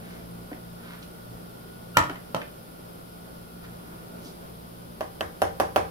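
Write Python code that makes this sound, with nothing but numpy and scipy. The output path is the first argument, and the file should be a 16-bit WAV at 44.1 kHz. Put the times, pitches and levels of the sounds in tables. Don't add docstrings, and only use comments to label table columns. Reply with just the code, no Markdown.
import sys
import numpy as np
from scipy import signal
from scipy.fft import rfft, irfft, next_fast_len
from scipy.io import wavfile
from scipy.ndimage import uniform_filter1d, map_coordinates

SR = 44100
rng = np.random.default_rng(int(sys.argv[2]) if len(sys.argv) > 2 else 0)


def persist_wave(psi):
    counts = np.round(np.clip(psi, -1, 1) * 32767).astype(np.int16)
    wavfile.write(sys.argv[1], SR, np.atleast_2d(counts).T)


N = 260190
TIME, HIT_TIME = np.arange(N) / SR, np.arange(SR // 2) / SR

# t/s, level/dB, contact hardness f/Hz, favoured resonance f/Hz, lip clink level/dB
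BOWL_HITS = [(1.9699, -4.5, 4200, 1010, -24), (1.9833, -15, 2180, 950, -32), (2.0372, -25, 2000, 1300, -44),
             (2.096, -25, 1300, 900, -40), (2.157, -30, 1090, 700, -53), (2.3461, -7.5, 600, 635, -29.5),
             (2.365, -21, 700, 850, -56)]
# f/Hz, relative level/dB
BOWL_BODY = [(60, -33), (150, -0.5), (300, -1), (430, -6.5), (600, 4.5), (780, -4.5), (950, 3.5), (1330, 2),
             (1620, -7), (1860, 1), (2100, -13), (2420, -10), (3000, -16.5), (4200, -15.5), (5500, -20),
             (9000, -26), (16000, -28.5)]
BOWL_CLICK = [(500, -29), (1300, 13.5), (1700, 4.5), (2300, 1), (3000, -2), (3900, 0.5), (4700, -5),
              (5500, -4), (8000, -9), (12000, -9.5), (16000, -12)]
# f/Hz, relative level/dB, T60/s
CUP_MODES = [(296, -8, .25), (330, -10, .35), (477, -13, .2), (628, -6, .17), (689, -12, .3),
             (884, -1.5, .3), (965, -5, .3), (1010, -10, .16), (1087, -10, .38), (1154, -5, .32),
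             (1215, -9, .2), (1257, -1, .33), (1292, -10, .3), (1335, -13, .25), (1416, -5, .36),
             (1503, -13, .18), (1785, -18, .2), (1885, -15, .33), (2137, -19, .21), (2420, -15, .24),
             (2977, -14, .1), (3850, -10, .05), (4066, -16, .28), (4230, -17, .14), (4400, -13, .09),
             (4580, -15, .08), (4915, -16, .08)]
# delay t/s, gain
BOWL_ECHOES = [(.0021, 0.28), (.0058, 0.34), (0.0106, 0.22), (0.0186, 0.37)]
def cup_on_bowl():
    raps, strikes = contacts(BOWL_HITS, offsets_db=(-3.5, -24.5, -22.5), db_per_octave=(5.5, 4.5, 5.5))
    direct = blows(raps, BOWL_BODY, BOWL_CLICK, click_delay_s=0.00078, click_rise_s=0.00097,
                   thump_hz=104, thump_rise_s=0.0053)
    direct += lip_clinks(BOWL_HITS)
    ring = ringing(strikes, np.vstack([CUP_MODES, wall_modes()]), attack_s=0.0014)
    near = echoes(direct, BOWL_ECHOES, cutoff_hz=3030) + ring + lead_in_tone()
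    return from_right(near) + kitchen(direct, wet_db=-1.5, treble_db=-7, build_s=0.0068)


def wall_modes(count=70, low_hz=2100, high_hz=6960):
    place, life = rng.uniform(size=(count, 2)).T
    hz = low_hz + (high_hz - low_hz) * (np.arange(count) + place) / count
    return np.column_stack([hz, -25.5 - 4 * np.log2(hz / low_hz), 0.18 * (.5 + life)])


# f/Hz, relative level/dB, T60/s
LIP_MODES = [(2616, -2, 0.027), (2850, -11, 0.035), (3030, -4, 0.023), (3045, -5, 0.03), (3320, -6, 0.014),
             (3810, -12.5, 0.021), (3950, -14.5, 0.027), (4520, -7, .025)]
def lip_clinks(hits):
    track, t = np.zeros((2, N)), HIT_TIME
    hz, level, t60 = np.transpose(LIP_MODES)[:, :, None]
    for s, _, _, _, clink_db, *_ in hits:
        pitch = hz * (1 + 0.0073 * rng.standard_normal(hz.shape))
        phase = rng.uniform(0, 2 * np.pi, (2, len(hz), 1))
        waves = np.sin(2 * np.pi * pitch * t + phase) * amp(clink_db + level - 60 * t / t60)
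        add(track, s, waves.sum(axis=1))
    return track


def lead_in_tone(length_s=0.029, hz=1405):
    track, t = np.zeros(N), HIT_TIME
    swell = t / length_s * (t < length_s)
    phase = 2 * np.pi * hz * t + .5 * wobble(370)[:len(t)]
    tone = np.sin(phase) + amp(-5) * np.sin(2 * phase)
    add(track, BOWL_HITS[0][0] - length_s, amp(-31.5) * swell * tone)
    return track


# the columns of BOWL_HITS, then hollow note level/dB, f/Hz
CAN_HITS = [(5.0083, -16, 1980, 1010, -39, -26, 635), (5.2086, -14, 2480, 1640, -24.5, -29, 643),
            (5.419, -6, 2360, 740, -29, -22.5, 637), (5.6001, -6, 1920, 920, -31, -20, 573),
            (5.7608, -4.5, 2140, 825, -23, -22.5, 613)]
# f/Hz, relative level/dB
CAN_BODY = [(60, -45), (220, -16), (305, -3.5), (370, -4.5), (450, -1), (600, 1), (690, -5.5), (780, 3),
            (900, -12), (1030, -5), (1300, -10.5), (1580, -6.5), (2000, -9.5), (2850, -37), (4500, -27),
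            (16000, -24)]
CAN_CLICK = [(500, -7), (1100, 7), (1580, -0.5), (2100, -1), (2650, 2), (3050, 3), (3600, -4), (4500, -5),
             (5700, -3), (7300, -12), (9500, -5.5), (12000, -3), (14500, -11), (16000, -6.5)]
# f/Hz, relative level/dB, T60/s
CAN_MODES = [(300, -7, .22), (356, -9, .18), (440, -5, .17), (511, -12, .2), (557, -7, .18), (604, -6, .26),
             (630, -3, .2), (690, -12, .22), (760, -8, .2), (777, 0, .27), (822, -4, .18), (974, -2, .22),
             (1040, -6, .23), (1114, -7, .22), (1157, -6, .2), (1297, -13, .25), (1529, -15, .22),
             (1596, -18, .24), (1750, -20, .24), (2046, -26, .22), (2799, -25, .2)]
# delay t/s, gain
CAN_ECHOES = [(.0051, .85), (.0094, .35), (.0139, .35)]
def cup_in_can():
    knocks, strikes = contacts(CAN_HITS, offsets_db=(-12.5, -30.5, -24), db_per_octave=(3, 13, -9))
    direct = blows(knocks, CAN_BODY, CAN_CLICK, click_delay_s=-0.000916, click_rise_s=0.0012,
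                   thump_hz=82, thump_rise_s=0.016)
    ring = ringing(strikes, CAN_MODES, attack_s=0.0021)
    metal = echoes(direct, CAN_ECHOES, cutoff_hz=2540) + ring + lip_clinks(CAN_HITS)
    near = panned(right_db=1.5) * metal + hollow_notes()
    return from_right(near) + kitchen(direct, wet_db=2.5, treble_db=-4, build_s=0.0024)


def hollow_notes(t60_s=0.09):
    track, t = np.zeros(N), HIT_TIME
    for s, *_, db, hz in CAN_HITS:
        add(track, s, np.sin(2 * np.pi * hz * t) * amp(db - 60 * t / t60_s))
    return panned(right_db=8) * track


def contacts(hits, offsets_db, db_per_octave, firm_hz=2000):
    impacts, strikes = [], []
    for s, db, hard_hz, favoured_hz, *_ in hits:
        octaves = np.log2(hard_hz / firm_hz)
        click_db, thump_db, ring_db = db + np.array(offsets_db) + octaves * np.array(db_per_octave)
        impacts.append((s, db, click_db, thump_db, hard_hz, favoured_hz))
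        strikes.append((s, ring_db))
    return impacts, strikes


def blows(impacts, body, click, click_delay_s, click_rise_s, thump_hz, thump_rise_s):
    track, t = np.zeros((2, N)), HIT_TIME
    knock, edge = pulse(body), pulse(click)
    thump = np.sin(2 * np.pi * thump_hz * t) * surge(thump_rise_s)
    for s, knock_db, click_db, thump_db, hard_hz, favoured_hz in impacts:
        contact = lambda hz: (1 + 0.97 * resonance(hz, favoured_hz, q=2.2)) / (1 + 1j * hz / hard_hz)
        add(track, s, amp(knock_db) * filtered(knock, contact) + amp(thump_db) * thump)
        chatter = rng.standard_normal((2, len(t))) * surge(click_rise_s)
        edge_click = signal.fftconvolve(chatter, edge[None] / np.linalg.norm(edge), axes=1)
        add(track, s + click_delay_s, amp(click_db) / 2 * edge_click)
    return track


def ringing(strikes, modes, attack_s, one_radian_hz=1460):
    track, t = np.zeros((2, N)), HIT_TIME
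    hz, level, t60 = np.transpose(modes)[:, :, None]
    phase = rng.standard_normal((2, len(hz), 1)) * hz / one_radian_hz
    waves = np.sin(2 * np.pi * hz * t + phase) * amp(level - 60 * t / t60) * (1 - np.exp(-t / attack_s))
    for s, db in strikes:
        add(track, s, amp(db + rng.standard_normal(len(hz))) @ waves)
    return track


# t/s, level/dB
LUMPS = [(0.514, -38.5), (2.099, -35)]
# f/Hz, relative level/dB, duration t/s
LUMP_PARTS = [(303, 5, 0.022), (660, -4, 0.055), (1480, -7.5, 0.022)]
# t/s, level/dB, f/Hz
SMACKS = [(0.53, -36, 2020), (1.0267, -39, 2780), (1.03, -48, 5660), (2.0971, -24.5, 1740),
          (2.098, -46, 3260), (2.156, -34.5, 1700), (2.407, -41, 1740), (2.4154, -27, 1830),
          (2.4175, -50, 4600)]
# centre t/s, level/dB, f/Hz, half-width t/s
RUBS = [(0.11, -54.5, 1690, 0.11), (0.903, -50, 1390, 0.1), (1.034, -57, 3600, 0.016),
        (3.294, -53, 520, 0.032), (3.647, -49.5, 1390, 0.018), (3.88, -59, 1000, 0.22),
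        (4.268, -53, 4350, 0.047), (4.25, -58, 4700, 0.015), (4.274, -48, 255, 0.031)]
def puree(smack_s=0.0055):
    track, t = np.zeros(N), HIT_TIME
    landings = [(s, db + part_db, pitch, length)
                for s, db in LUMPS for pitch, part_db, length in LUMP_PARTS]
    peelings = [(s, db, pitch, smack_s) for s, db, pitch in SMACKS]
    for s, db, pitch, length in landings + peelings:
        fade = (1 - np.exp(-t / 0.00031)) * np.exp(-2 * t / length)
        spikes = rng.standard_normal(len(t)) ** 3
        pops = fade * filtered(spikes, lambda hz: resonance(hz, pitch, q=2) ** 2)
        add(track, s, amp(db) * pops * np.linalg.norm(fade) / np.linalg.norm(pops))
    for s, db, pitch, half_width in RUBS:
        band = lambda hz: np.abs(resonance(hz, pitch, q=1.1)) ** 2
        sheen = lambda hz: amp(-15.5) * np.abs(resonance(hz, 2.5 * pitch, q=1.7)) ** 2
        grains = unit(filtered(rng.standard_normal(N) ** 3, lambda hz: band(hz) + sheen(hz)))
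        track += amp(db) * grains * np.exp(-((TIME - s) / half_width) ** 2)
    return from_right(track) + kitchen(track, wet_db=-6, treble_db=2, build_s=0.002)


def from_right(x, lead_s=8 / SR, right_db=0.8):
    right = lambda hz: amp(right_db / 2) * np.exp(1j * np.pi * hz * lead_s)
    return filtered(x, lambda hz: np.array([1 / right(hz), right(hz)]))


def echoes(x, surfaces, cutoff_hz):
    copies = lambda hz: sum(gain * np.exp(-2j * np.pi * hz * delay) for delay, gain in surfaces)
    return x + filtered(x, lambda hz: copies(hz) / (1 + 1j * hz / cutoff_hz))


# f/Hz, T60/s
KITCHEN_T60 = [(100, 0.21), (400, 0.32), (1200, 0.29), (2000, 0.3), (4000, 0.29), (9000, 0.21),
               (15000, 0.025)]
# f/Hz, correlation
ROOM_CORRELATION = [(60, 0.74), (150, 1), (290, 0.15), (640, -0.41), (1350, -0.84), (2200, 0.11),
                    (3500, -0.12), (7000, -0.29)]
def kitchen(x, wet_db, treble_db, build_s):
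    size = len(HIT_TIME)
    noise = stereo_noise([(1000, 0)], ROOM_CORRELATION, size)
    hz, t, frames = signal.stft(noise, SR, nperseg=256)
    decay = amp(-60 * t / along(KITCHEN_T60, hz)[:, None])
    spectrum = rfft(signal.istft(frames * decay, SR, nperseg=256)[1][:, :size])
    band_power = np.abs(uniform_filter1d(np.abs(spectrum) ** 2, size=40, axis=1))
    onset = 1 - np.exp(-(HIT_TIME / build_s) ** 2)
    tail = (irfft(spectrum / np.sqrt(band_power)) * onset)[:, :SR // 3]
    tail *= np.sqrt(2) / np.linalg.norm(tail)
    reverb = signal.fftconvolve(np.atleast_2d(x), tail, axes=1)[:, :N]
    return filtered(reverb, lambda hz: amp(wet_db + along([(1000, 0.023), (3000, treble_db)], hz)))


# f/Hz, rms level/dB
HUM_TONES = [(58.2, -59.5), (116.3, -55), (119.6, -64.5), (174, -50), (232.5, -59), (294, -74.5),
             (436, -67)]
# t/s, level/dB
HUM_SWAY = [(0.0, -46), (0.62, -49), (0.95, -49), (1.12, -58), (1.3, -46.5), (1.9, -50), (2.25, -53.5),
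            (2.56, -57), (3.1, -55.5), (3.75, -48), (3.95, -56.5), (4.15, -51), (4.38, -56), (4.52, -50),
            (4.85, -51.5), (5.31, -58), (5.67, -50), (5.9, -51.5)]
def refrigerator(left_lead_s=0.00044, sway_share=0.72):
    arrival = TIME + np.array([[left_lead_s / 2], [-left_lead_s / 2]])
    hum = sum(amp(db + 2.17 * wobble(9.7)) * wavering_tone(hz, arrival, rate=7.8) for hz, db in HUM_TONES)
    s, sway_db = np.transpose(HUM_SWAY)
    return amp(sway_share * np.interp(TIME, s, sway_db - np.median(sway_db))) * hum


# start t/s, end t/s, f/Hz, rms level/dB
WHINES = [(-0.1, 4.35, 1450, -66.5), (-0.1, 4.3, 1385, -69), (4.2, 5.9, 1470, -73)]
def whine(rise_s=0.68, fall_s=0.045):
    track = np.zeros(N)
    for start, end, hz, db in WHINES:
        gate = np.clip((TIME - start) / rise_s, 0, 1) * np.clip((end - TIME) / fall_s, 0, 1)
        track += gate * amp(db + 2.4 * wobble(5.65)) * wavering_tone(hz, TIME, rate=6.1)
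    return panned(right_db=8) * track


# f/Hz, relative level/dB
AIR = [(20, -8), (59, -2.5), (86, -6.5), (114, -4.5), (176, -0.5), (264, -3.5), (400, -3), (640, -4.5),
       (970, -10.5), (1250, -9.5), (1440, -9.5), (1620, -19), (2300, -23), (4000, -31.5)]
HISS = [(1500, -11.5), (2400, 1), (3200, 7.5), (4000, 5), (5200, 6), (6500, -8), (7800, -6.5), (8700, 4),
        (10400, 1), (11150, 13.5), (11800, 1), (13600, 8), (15500, 1), (16200, -20)]
def air_and_hiss():
    stir = amp(.7 * wobble(3) + .6 * wobble(11))
    air = amp(-45.5) * stir * stereo_noise(AIR, ROOM_CORRELATION, N)
    hiss = amp([[-53], [-55.2]]) * stereo_noise(HISS, [(10000, 0.022)], N)
    return air + hiss


def amp(db):
    return 10 ** (np.asarray(db) / 20)


def unit(x):
    return x / np.sqrt(np.mean(x ** 2) + 1e-20)


def panned(right_db):
    return amp([[-right_db / 2], [right_db / 2]])


def along(points, hz):
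    f, values = np.transpose(points)
    return np.interp(np.log(hz + 1), np.log(f + 1), values)


def wobble(rate):
    return map_coordinates(rng.standard_normal(int(N * rate / SR) + 4), [TIME * rate])


def wavering_tone(hz, t, rate):
    return np.sqrt(2) * np.sin(2 * np.pi * hz * t + .5 * wobble(rate))


def surge(rise_s):
    return HIT_TIME / rise_s * np.exp(1 - HIT_TIME / rise_s)


def filtered(x, response):
    n = x.shape[-1]
    padded = next_fast_len(n + SR // 4)
    return irfft(rfft(x, padded) * response(np.fft.rfftfreq(padded, 1 / SR)), padded)[..., :n]


def resonance(hz, centre, q):
    return 1j * hz * centre / q / (centre ** 2 - hz ** 2 + 1j * hz * centre / q)


def pulse(spectrum, size=4096):
    cepstrum = irfft(np.log(amp(along(spectrum, np.fft.rfftfreq(size, 1 / SR)))))
    cepstrum[1:size // 2] *= 2
    cepstrum[size // 2 + 1:] = 0
    wave = irfft(np.exp(rfft(cepstrum)))
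    return np.pad(wave / np.abs(wave).max(), (0, len(HIT_TIME) - size))


def stereo_noise(spectrum, correlation, size):
    angle = lambda hz: np.arccos(np.clip(along(correlation, hz), -1, 1)) / 2
    response = lambda hz: amp(along(spectrum, hz)) * [np.cos(angle(hz)), np.sin(angle(hz))]
    mid, side = filtered(rng.standard_normal((2, size)), response)
    return unit(np.array([mid + side, mid - side]))


def add(track, s, sound):
    start = max(round(s * SR), 0)
    track[..., start:start + sound.shape[-1]] += sound[..., :N - start]


def scene():
    return cup_on_bowl() + cup_in_can() + puree() + refrigerator() + whine() + air_and_hiss()


def record(dry):
    return filtered(dry, lambda hz: hz < 15800)


dry = scene()
out = record(dry)
persist_wave(out)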